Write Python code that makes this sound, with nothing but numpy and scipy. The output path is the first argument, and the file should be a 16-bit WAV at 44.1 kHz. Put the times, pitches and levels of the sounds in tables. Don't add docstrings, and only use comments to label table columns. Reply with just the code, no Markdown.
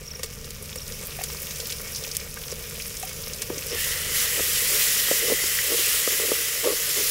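import sys
import numpy as np
from scipy import signal
from scipy.io import wavfile
from scipy.ndimage import uniform_filter1d

SR = 44100
rng = np.random.default_rng(int(sys.argv[2]) if len(sys.argv) > 2 else 0)


def to_wav(s):
    ch = np.atleast_2d(s).T
    pcm = np.round(np.clip(ch, -1, 1) * 32767)
    wavfile.write(sys.argv[1], SR, pcm.astype(np.int16))


def convert_level_to_amplitude(level_db):
    exponent = np.asarray(level_db, float) / 20
    return 10 ** exponent


N = 313154

# f/Hz, density/dB
SIMMER_SPECTRUM = [(160, -44), (280, -11), (342, -12), (462, 2), (573, -5.5), (736, -18.5), (1190, -13),
                   (1300, -13), (2070, -11.5), (2320, -7), (4370, -12), (5340, -4.5), (7830, -11),
                   (10500, -9.5), (12500, -10), (15000, -9.5)]
STIRRED_SPECTRUM = [(160, -44), (280, -25), (342, -14), (432, -16.5), (593, -10), (761, -22.5),
                    (1230, -7.5), (1390, -6), (2030, -1.5), (2280, -1.5), (3030, -0.5), (4100, -2),
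                    (4650, -1.5), (5300, 1), (6300, -0.5), (7250, 1.5), (8600, -1.5), (10700, 1),
                    (13000, -0.5), (15000, -0.5)]
# f/Hz, width/Hz, boost/dB
WALL_MODES = [(1195, 25, 6), (1880, 26, 7), (2213, 16, 8.5), (2670, 24, -2)]
# f/Hz, level at zero hardness/dB, t60/s
POT_MODES = [(255, -24, 0.032), (297, -14, 0.19), (433, -10.5, 0.21), (473, 17, 0.033), (574, 3, 0.04),
             (867, -8, 0.03), (1163, -2.5, 0.02), (1470, -34, 0.011), (1760, -18, 0.033)]
# t/s, peak level before high-pass/dB, centre f/Hz, width/centre, fizz setting/dB
TIMED_SPITS = [(0.2325, -16.5, 6500, 1, -1), (0.3025, -26, 6300, .4, -15), (0.3355, -27, 6200, .4, -14),
               (0.445, -26, 5610, .74, -8), (0.507, -15.5, 6960, 1, -13), (0.625, -25.5, 10000, .41, -5),
               (0.6585, -24, 10000, .6, -7), (0.6935, -23.5, 3160, .94, -6), (0.7585, -18, 9000, 1, -7),
               (0.880, -18, 7260, 0.75, -8.5), (0.9225, -17.5, 5660, .6, -10),
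               (1.0527, -20, 10200, .5, -10), (1.0697, -17, 14000, 0.45, -7), (1.167, -20, 14500, .4, -10),
               (1.189, -31, 2400, .5, -6), (1.1985, -26.5, 2600, .5, -6), (1.213, -31, 2370, 0.27, -8),
               (1.2362, -18, 9000, .6, -14), (1.238, -11.5, 6500, 1, -6), (1.302, -26, 2400, .95, -4),
               (1.338, -32, 3300, .5, -10), (1.4194, -20, 13600, .4, -6), (1.4523, -22, 12200, .4, -10),
               (1.5077, -24, 5250, .77, 0), (1.5585, -21.5, 5540, 0.88, -2), (1.6, -22.5, 5310, .7, 1),
               (1.656, -21, 4500, 0.78, -5), (1.6718, -22, 5900, 0.84, -6), (1.702, -17, 5310, .7, -9),
               (1.722, -18, 5450, 0.91, -3), (1.878, -22, 5900, .5, -8), (1.948, -20, 4970, 0.32, -6),
               (1.958, -22, 5730, .3, 0), (1.9866, -26, 10600, .5, -5), (2.0105, -22, 9000, .7, -7),
               (2.038, -19, 5500, .4, -9), (2.0765, -21, 5840, .4, -6), (2.114, -20, 5500, 0.26, -4.5),
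               (2.1502, -16.5, 5700, 0.95, -5), (2.1685, -1.5, 9750, 0.98, -12.5),
               (2.2, -22, 5700, .35, -6), (2.3422, -12, 10500, .7, -16.5), (2.437, -25, 3060, 0.6, -8),
               (2.482, -18, 5530, 0.53, -13), (2.517, -19, 6310, 0.67, -3), (2.7995, -24.5, 2630, 0.26, -5),
               (2.8215, -18.5, 5200, 0.27, -9.5), (2.864, -23, 10400, 0.34, -5),
               (2.969, -20, 6500, .7, -5.5), (2.9987, -16, 10000, .6, -7), (3.027, -21.5, 6800, 0.56, -2),
               (3.094, -20, 7500, .8, -6), (3.2188, -20, 8500, .4, -14), (3.2375, -21.5, 4900, 0.3, -7),
               (3.283, -17, 13500, .4, -13), (3.3345, -17.5, 5700, 0.62, -7), (3.4195, -14, 6400, 1, -4.5),
               (3.582, -14, 6000, 0.44, -10), (3.6675, -11, 11500, .5, -13), (3.678, -19, 9500, .5, -8),
               (4.1994, -18, 5900, .2, 2), (5.587, -17, 2050, .5, -8)]
# t/s, peak level/dB, f/Hz, t60/s
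POCKS = [(0.195, -38, 500, 0.032), (0.232, -32.5, 514, 0.029), (0.242, -33.5, 448, 0.059),
         (0.758, -30.5, 507, 0.037), (1.031, -35, 500, 0.03), (1.188, -28, 710, 0.014),
         (1.21, -30, 750, 0.022), (1.301, -43, 2160, 0.04), (2.371, -33.5, 1600, 0.016),
         (2.523, -24.5, 470, 0.022), (3.031, -27, 754, 0.036), (3.272, -38, 500, 0.029),
         (3.424, -43, 1860, 0.033)]
# t/s, ring peak level before high-pass/dB, hardness (0-1), pitch factor as spoon fills pot
KNOCKS = [(3.501, -16.5, 0.26, .81), (3.572, -30, 0.2, 0.61), (4.3949, -18, 0.47, 1.12),
          (4.404, -22.5, 0.1, .92), (5.084, -24.5, 0.57, 1.1), (5.1122, -10, 0.34, 1.15),
          (5.3, -17, 0.38, 1.08), (5.3205, -11.5, 0.11, 0.97), (5.438, -23.5, .4, .86),
          (5.719, -20.5, 0.37, 1.02), (5.792, -25.5, 0.4, 0.88), (6.075, -12.5, 0.45, 1.08),
          (6.12, -26, 0.4, 0.85), (6.198, -21.5, 0.62, 1.12), (6.292, -21.5, 0.2, 0.91),
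          (6.3171, -9.5, 0.39, 1), (6.642, -18.5, 0.9, 0.54), (6.982, -24, 0.27, 1)]
# start t/s, rise/s, hold/s, fall/s, top level before high-pass/dB
STROKES = [(3.497, 0.0085, .01, 0.082, -35), (3.697, 0.022, .015, 0.067, -33),
           (4.046, 0.029, .03, .07, -42), (4.344, .035, .01, .05, -34.5),
           (4.669, 0.042, 0.061, 0.036, -37.5), (5.115, 0.0092, 0.04, .03, -40),
           (5.2, 0.028, 0.055, .02, -33.5), (5.28, .02, 0.031, 0.021, -28), (5.647, 0.067, 0.033, .02, -31),
           (5.76, 0.026, .015, .03, -36.5), (6.115, .015, 0.014, 0.02, -36), (6.182, .015, 0.055, .02, -35),
           (6.265, 0.017, 0.041, 0.033, -35), (6.366, 0.013, 0.024, 0.018, -42),
           (6.628, 0.032, 0.054, 0.042, -23.5), (6.858, .03, .01, .03, -41),
           (6.939, 0.042, 0.012, 0.067, -33)]
# start t/s, peak level/dB
CHIPS = [(0.0494, -41), (0.0725, -33), (0.1074, -31), (0.1464, -32.5), (0.193, -42), (0.2614, -41),
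         (0.6344, -46), (0.7736, -32.5), (0.8114, -34), (0.9314, -38), (1.281, -34), (1.32, -33),
         (1.9214, -33), (2.4648, -38), (2.5042, -33), (3.705, -32)]
# f/Hz, density/dB
ROAR_SPECTRUM = [(12, -46), (20, 3), (54, -2.5), (81, -1), (123, -3.5), (150, -4), (232, -8.5), (280, -24),
                 (330, -29), (430, -71), (730, -120)]
# t/s, level/dB
ROAR_LEVEL = [(0, -44.5), (.4, -42.5), (1.56, -43), (2.2, -43.5), (4.0, -43), (5.0, -45), (6.3, -50.5),
              (7.1, -48)]
# f/Hz, rms waver/Hz, peak level re roar rms/dB
HUM_TONES = [(49.5, 2.33, -12), (99.5, 2.8, -14), (148.8, 1.53, -4.5), (204, 2.84, -15)]
# t/s, level before patchiness/dB
SIMMER_LEVEL = [(0.0, -43.5), (0.67, -40.5), (1.0, -36.5), (1.4, -34.5), (2.0, -35), (2.34, -37.5),
                (2.81, -35), (3.38, -35), (3.7, -33)]
# t/s, hiss level before patchiness/dB
STIRRED_LEVEL = [(3.6, -42), (3.7, -40), (3.8, -26.5), (3.89, -26), (4.04, -31.5), (4.12, -27), (4.16, -22),
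                 (4.23, -21.5), (4.3, -25), (4.57, -22), (4.65, -22.5), (4.84, -20), (5.05, -23),
                 (5.1, -21.5), (5.37, -24.5), (5.43, -23), (5.68, -24), (5.81, -20.5), (6.58, -26.5),
                 (7.1, -22.5)]
# t/s, level/dB, f/Hz, next ring level/dB
AIR_RING = [(3.7, -51, 2000, -46), (3.78, -34, 1900, -37.5), (3.93, -37.5, 1930, -46),
            (4.03, -42, 1950, -44), (4.15, -36.5, 1980, -39.5), (4.5, -40.5, 1880, -40),
            (4.75, -38.5, 2050, -44), (5.05, -36, 1910, -35.5), (5.4, -35.5, 2030, -41),
            (5.85, -41, 1920, -36.5), (6.15, -38, 2000, -40), (7.1, -45, 2010, -47)]
# f/Hz, density/dB
HUSH_SPECTRUM = [(250, -9), (350, -3), (1000, -3), (2000, -2.5), (4000, -13), (8000, -36)]
# t/s, peak level/dB, mean f/Hz
DRONE_TRACK = [(0, -45.5, 66), (1.5, -45, 66), (3.3, -51, 72), (3.6, -44, 72), (4.4, -45, 73),
               (4.9, -60, 76), (5.8, -50.5, 80), (7.1, -51, 80)]
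# threshold level/dB, tilt per dB below it/(dB/octave)
SIMMER_DULLING = (-33.5, 0.16)
STIRRED_DULLING = (-25.5, 0.35)

TOP_HZ, EDGE_HZ = 15000, 15780
RING_WIDTH_HZ, UPPER_RING_RATIO = 280, 1.516
FULL_FIZZ_T60_S = 0.075
SMALL_SPITS, SMALL_UNTIL_S = 22, 3.6
SMALL_OVER_SIMMER_DB, SMALL_SPREAD_DB = 11, 1.5
SMALL_HZ, SMALL_SPREAD_OCTAVES = 5700, 0.48
SMALL_WIDTH_RATIO, SMALL_FIZZ_DB = 0.3, -8.5
POCK_RISE_S, POCK_HOLD_S = 0.0014, 0.0047
POCK_TAIL_DB, POCK_TAIL_T60_RATIO, POCK_WALL_DB = -20, 6.8, -38.5
CRACK_DB, CRACK_DB_PER_HARDNESS = -18, 22
BLOW_S, SOFT_BLOW_EXTRA_S = 0.00026, 0.0015
STROKE_ENDS_DB, STROKE_ARCH_POWER = -17.5, 1.06
CHIP_S, CHIP_HZ, CHIP_FALL_SHARE = 0.018, 5840, 0.15
FLOCK_PER_S, FLOCK_MAX_DB = 30, -52.5
HUSH_LEVEL_DB = -60


def evened(x):
    return x / np.sqrt(np.mean(x ** 2) + 1e-20)


def curve(rows, column=1):
    rows = np.array(rows)
    return np.interp(np.arange(N) / SR, rows[:, 0], rows[:, column])


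def add(mix, start_s, sound):
    part = mix[round(start_s * SR):][:len(sound)]
    part += sound[:len(part)]


def colour(x, points, peaks=(), size=4096):
    hz = abs(np.fft.fftfreq(size, 1 / SR))
    point_hz, point_db = np.transpose(points)
    log_hz = np.log(np.minimum(hz, TOP_HZ) + 1)
    gain = convert_level_to_amplitude(np.interp(log_hz, np.log(point_hz + 1), point_db))
    for centre_hz, width_hz, boost_db in peaks:
        gain = gain * (1 + (convert_level_to_amplitude(boost_db) - 1) / (1 + (2 * (hz - centre_hz) / width_hz) ** 2))
    log_gain = np.log(np.maximum(gain, 1e-5))
    phase = -signal.hilbert(log_gain).imag
    taps = np.fft.ifft(np.exp(log_gain + 1j * phase)).real[:size // 2]
    return signal.oaconvolve(x, taps / np.linalg.norm(taps))[:len(x)]


def band(x, hz, width_hz):
    return signal.lfilter(*signal.iirpeak(hz, hz / width_hz, SR), x)


def flicker(size):
    once = uniform_filter1d(rng.standard_normal(N), size)
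    return evened(uniform_filter1d(once, size))


def clicks(per_s, spread_db):
    size = convert_level_to_amplitude(spread_db * np.minimum(rng.exponential(1, N), 3.2))
    sign = rng.choice([-1., 1.], N)
    return size * sign * (rng.random(N) < per_s / SR)


def bubbles(per_s, spread_db, cycles, count=16):
    out = np.zeros(N)
    for hz in np.geomspace(400, 15000, count):
        train = clicks(per_s / count * np.sqrt(hz / 3000), spread_db)
        out += evened(band(train, hz, hz / cycles)) * np.sqrt(hz)
    return evened(out)


def glide(x, hz, width_hz):
    turn = np.exp(2j * np.pi * np.cumsum(hz) / SR)
    pole = np.exp(-np.pi * width_hz / SR)
    once = signal.lfilter([1 - pole], [1, -pole], x / turn)
    twice = signal.lfilter([1 - pole], [1, -pole], once)
    return evened((turn * twice).real)


def patchy(x, patch_db, tilt_db):
    hz, t, z = signal.stft(x, SR, nperseg=256, noverlap=192)
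    field = rng.standard_normal(z.shape)
    field = uniform_filter1d(field, size=9, axis=0)
    field = evened(uniform_filter1d(field, size=30, axis=1))
    octaves = np.log2(np.maximum(hz, 1000) / 7000)[:, None]
    tilt = np.interp(t, np.arange(N) / SR, tilt_db) * octaves
    shaped = z * convert_level_to_amplitude(patch_db * field + tilt)
    return signal.istft(shaped, SR, nperseg=256, noverlap=192)[1][:N]


def dulling(level_db, setting):
    threshold_db, tilt_per_db = setting
    return tilt_per_db * np.minimum(level_db - threshold_db, 0)


def simmer():
    level_db = curve(SIMMER_LEVEL)
    hiss = rng.standard_normal(N) * convert_level_to_amplitude(0.38 * flicker(size=500))
    crackle = convert_level_to_amplitude(-5.5) * bubbles(900, spread_db=7.0, cycles=2.4)
    spray_decay = np.exp(-np.arange(600) / 110.0)
    sprays = np.convolve(abs(clicks(60, spread_db=3.5)), spray_decay)[:N]
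    droplets = convert_level_to_amplitude(-9.0) * evened(band(sprays * rng.standard_normal(N), 13400, 9600))
    coloured = evened(colour(hiss + crackle + droplets, SIMMER_SPECTRUM, WALL_MODES))
    return convert_level_to_amplitude(level_db) * patchy(coloured, 1.2, dulling(level_db, SIMMER_DULLING))


def stirred():
    level_db = curve(STIRRED_LEVEL)
    hiss = rng.standard_normal(N) * convert_level_to_amplitude(0.69 * flicker(size=500))
    seethe = hiss + convert_level_to_amplitude(-6) * bubbles(4000, spread_db=1.5, cycles=2.5)
    coloured = evened(colour(seethe, STIRRED_SPECTRUM))
    seethe = patchy(coloured, 0.95, dulling(level_db, STIRRED_DULLING))
    ring_hz = curve(AIR_RING, column=2)
    lower = glide(rng.standard_normal(N), ring_hz, RING_WIDTH_HZ)
    upper = glide(rng.standard_normal(N), UPPER_RING_RATIO * ring_hz, 2 * RING_WIDTH_HZ)
    ring = convert_level_to_amplitude(curve(AIR_RING)) * lower + convert_level_to_amplitude(curve(AIR_RING, column=3)) * upper
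    fade_in = np.clip((np.arange(N) / SR - STIRRED_LEVEL[0][0]) / 0.14, 0, 1)
    return fade_in * (convert_level_to_amplitude(level_db) * seethe + convert_level_to_amplitude(flicker(size=300)) * ring)


def frying():
    return simmer() + stirred()


def small_spits():
    when, size, pitch = rng.random((SMALL_SPITS, 3)).T
    when_s = when * SMALL_UNTIL_S
    simmer_db = np.interp(when_s, *np.transpose(SIMMER_LEVEL))
    level_db = simmer_db + SMALL_OVER_SIMMER_DB + SMALL_SPREAD_DB * (2 * size - 1)
    hz = SMALL_HZ * 2 ** (SMALL_SPREAD_OCTAVES * np.tan(2.4 * (pitch - 0.5)))
    return [(s, db, f, SMALL_WIDTH_RATIO, SMALL_FIZZ_DB) for s, db, f in zip(when_s, level_db, hz)]


def spits():
    out = np.zeros(N)
    t = np.arange(2500) / SR
    for start_s, db, hz, width_ratio, fizz_db in TIMED_SPITS + small_spits():
        fizz_t60_s = FULL_FIZZ_T60_S * convert_level_to_amplitude(fizz_db)
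        hz = np.clip(hz, 1500, TOP_HZ)
        fizz = 0.37 * convert_level_to_amplitude(fizz_db - 60 * t / fizz_t60_s) * rng.standard_normal(len(t))
        snap = band((t == 0) + fizz, hz, width_ratio * hz)
        snap = band(snap, hz, min(2.5 * width_ratio * hz, 15000))
        add(out, start_s, convert_level_to_amplitude(db) * snap / abs(snap[:60]).max())
    return signal.sosfilt(signal.butter(2, 1200, "high", fs=SR, output="sos"), out)


def pocks():
    out = np.zeros(N)
    t = np.arange(5000) / SR
    wall = sum(np.exp(-np.pi * 3 * width_hz * t) * np.sin(2 * np.pi * hz * t) for hz, width_hz, _ in WALL_MODES)
    for start_s, db, hz, t60_s in POCKS:
        body = convert_level_to_amplitude(-60 * np.maximum(t - POCK_HOLD_S, 0) / t60_s)
        tail = convert_level_to_amplitude(POCK_TAIL_DB - 60 * t / (POCK_TAIL_T60_RATIO * t60_s))
        rise = (1 - np.exp(-t / POCK_RISE_S)) ** 2
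        tone = (body + tail) * rise * np.sin(2 * np.pi * hz * t)
        tone /= abs(tone).max()
        add(out, start_s, convert_level_to_amplitude(db) * tone + convert_level_to_amplitude(POCK_WALL_DB) * wall)
    return out


def pot_ring(hardness, pitch=1):
    t = np.arange(4000) / SR
    out = np.zeros(len(t))
    for hz, db, t60_s in POT_MODES:
        tilt_db = 28.5 * hardness * np.log2(hz / 490)
        out += convert_level_to_amplitude(db + tilt_db - 60 * t / t60_s) * np.sin(2 * np.pi * hz * pitch * t)
    return out


def knocks():
    out = np.zeros(N)
    t = np.arange(600) / SR
    for start_s, db, hardness, pitch in KNOCKS:
        crack = band(rng.standard_normal(len(t)) * np.exp(-t / 0.0018), 810, 1500)
        crack_db = db + CRACK_DB + CRACK_DB_PER_HARDNESS * hardness
        add(out, start_s, convert_level_to_amplitude(crack_db) * crack / abs(crack).max())
        contact_s = BLOW_S + SOFT_BLOW_EXTRA_S * (1 - hardness) ** 2
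        blow = np.hanning(round(SR * contact_s) + 3)
        ring = np.convolve(pot_ring(hardness, pitch), blow)
        add(out, start_s, convert_level_to_amplitude(db) * ring / abs(ring).max())
    return out


def scrapes():
    out = np.zeros(N)
    slips = signal.oaconvolve(clicks(900, spread_db=2.5), pot_ring(0.45))[:N]
    slips = evened(band(slips, 427, 320) + 0.072 * slips)
    for start_s, rise_s, hold_s, fall_s, db in STROKES:
        end_s = start_s + rise_s + hold_s + fall_s
        at = np.arange(round(start_s * SR), min(round(end_s * SR), N))
        corners_s = np.cumsum([0, rise_s, hold_s, fall_s])
        off_top = np.interp(at / SR - start_s, corners_s, [1, 0, 0, 1])
        arch = convert_level_to_amplitude(db + STROKE_ENDS_DB * off_top ** STROKE_ARCH_POWER)
        out[at] += arch * signal.windows.tukey(len(at), 0.15) * slips[at]
    return out


def spoon():
    high_pass = signal.butter(4, 240, "high", fs=SR, output="sos")
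    return signal.sosfilt(high_pass, knocks() + scrapes())


def chip(hz):
    u = np.arange(0, 1, 1 / (CHIP_S * SR))
    turns = np.cumsum(hz * (1 - CHIP_FALL_SHARE * u ** 2)) / SR
    return np.sin(np.pi * u) * np.sin(2 * np.pi * turns)


def bird():
    out = np.zeros(N)
    for start_s, db in CHIPS:
        add(out, start_s, convert_level_to_amplitude(db) * chip(CHIP_HZ))
    for hz in np.linspace(5500, 6900, num=5):
        calls = clicks(FLOCK_PER_S / 5, spread_db=-2.0)
        out += convert_level_to_amplitude(FLOCK_MAX_DB) * signal.oaconvolve(calls, chip(hz))[:N]
    return out


def roar():
    low = evened(colour(rng.standard_normal(N), ROAR_SPECTRUM, size=16384))
    hum = np.zeros(N)
    for hz, waver_hz, db in HUM_TONES:
        turns = np.cumsum(hz + waver_hz * flicker(size=4000)) / SR
        hum += convert_level_to_amplitude(db) * np.sin(2 * np.pi * turns)
    return convert_level_to_amplitude(curve(ROAR_LEVEL)) * evened(low + hum)


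def drone():
    hz = curve(DRONE_TRACK, column=2) + 3.45 * flicker(size=4000)
    return convert_level_to_amplitude(curve(DRONE_TRACK)) * np.sin(2 * np.pi * np.cumsum(hz) / SR)


def hush():
    return convert_level_to_amplitude(HUSH_LEVEL_DB) * evened(colour(rng.standard_normal(N), HUSH_SPECTRUM))


def scene():
    mono = frying() + spits() + pocks() + spoon() + bird() + roar() + drone() + hush()
    return np.array([mono, mono])


def roll_off(x):
    return signal.sosfilt(signal.butter(12, 16510, fs=SR, output="sos"), x)


def record(dry):
    taps = signal.firwin(1201, EDGE_HZ, window=("kaiser", 8), fs=SR)
    mix = signal.oaconvolve(dry, taps[None], "same")
    return roll_off(mix)


dry = scene()
out = record(dry)
to_wav(out)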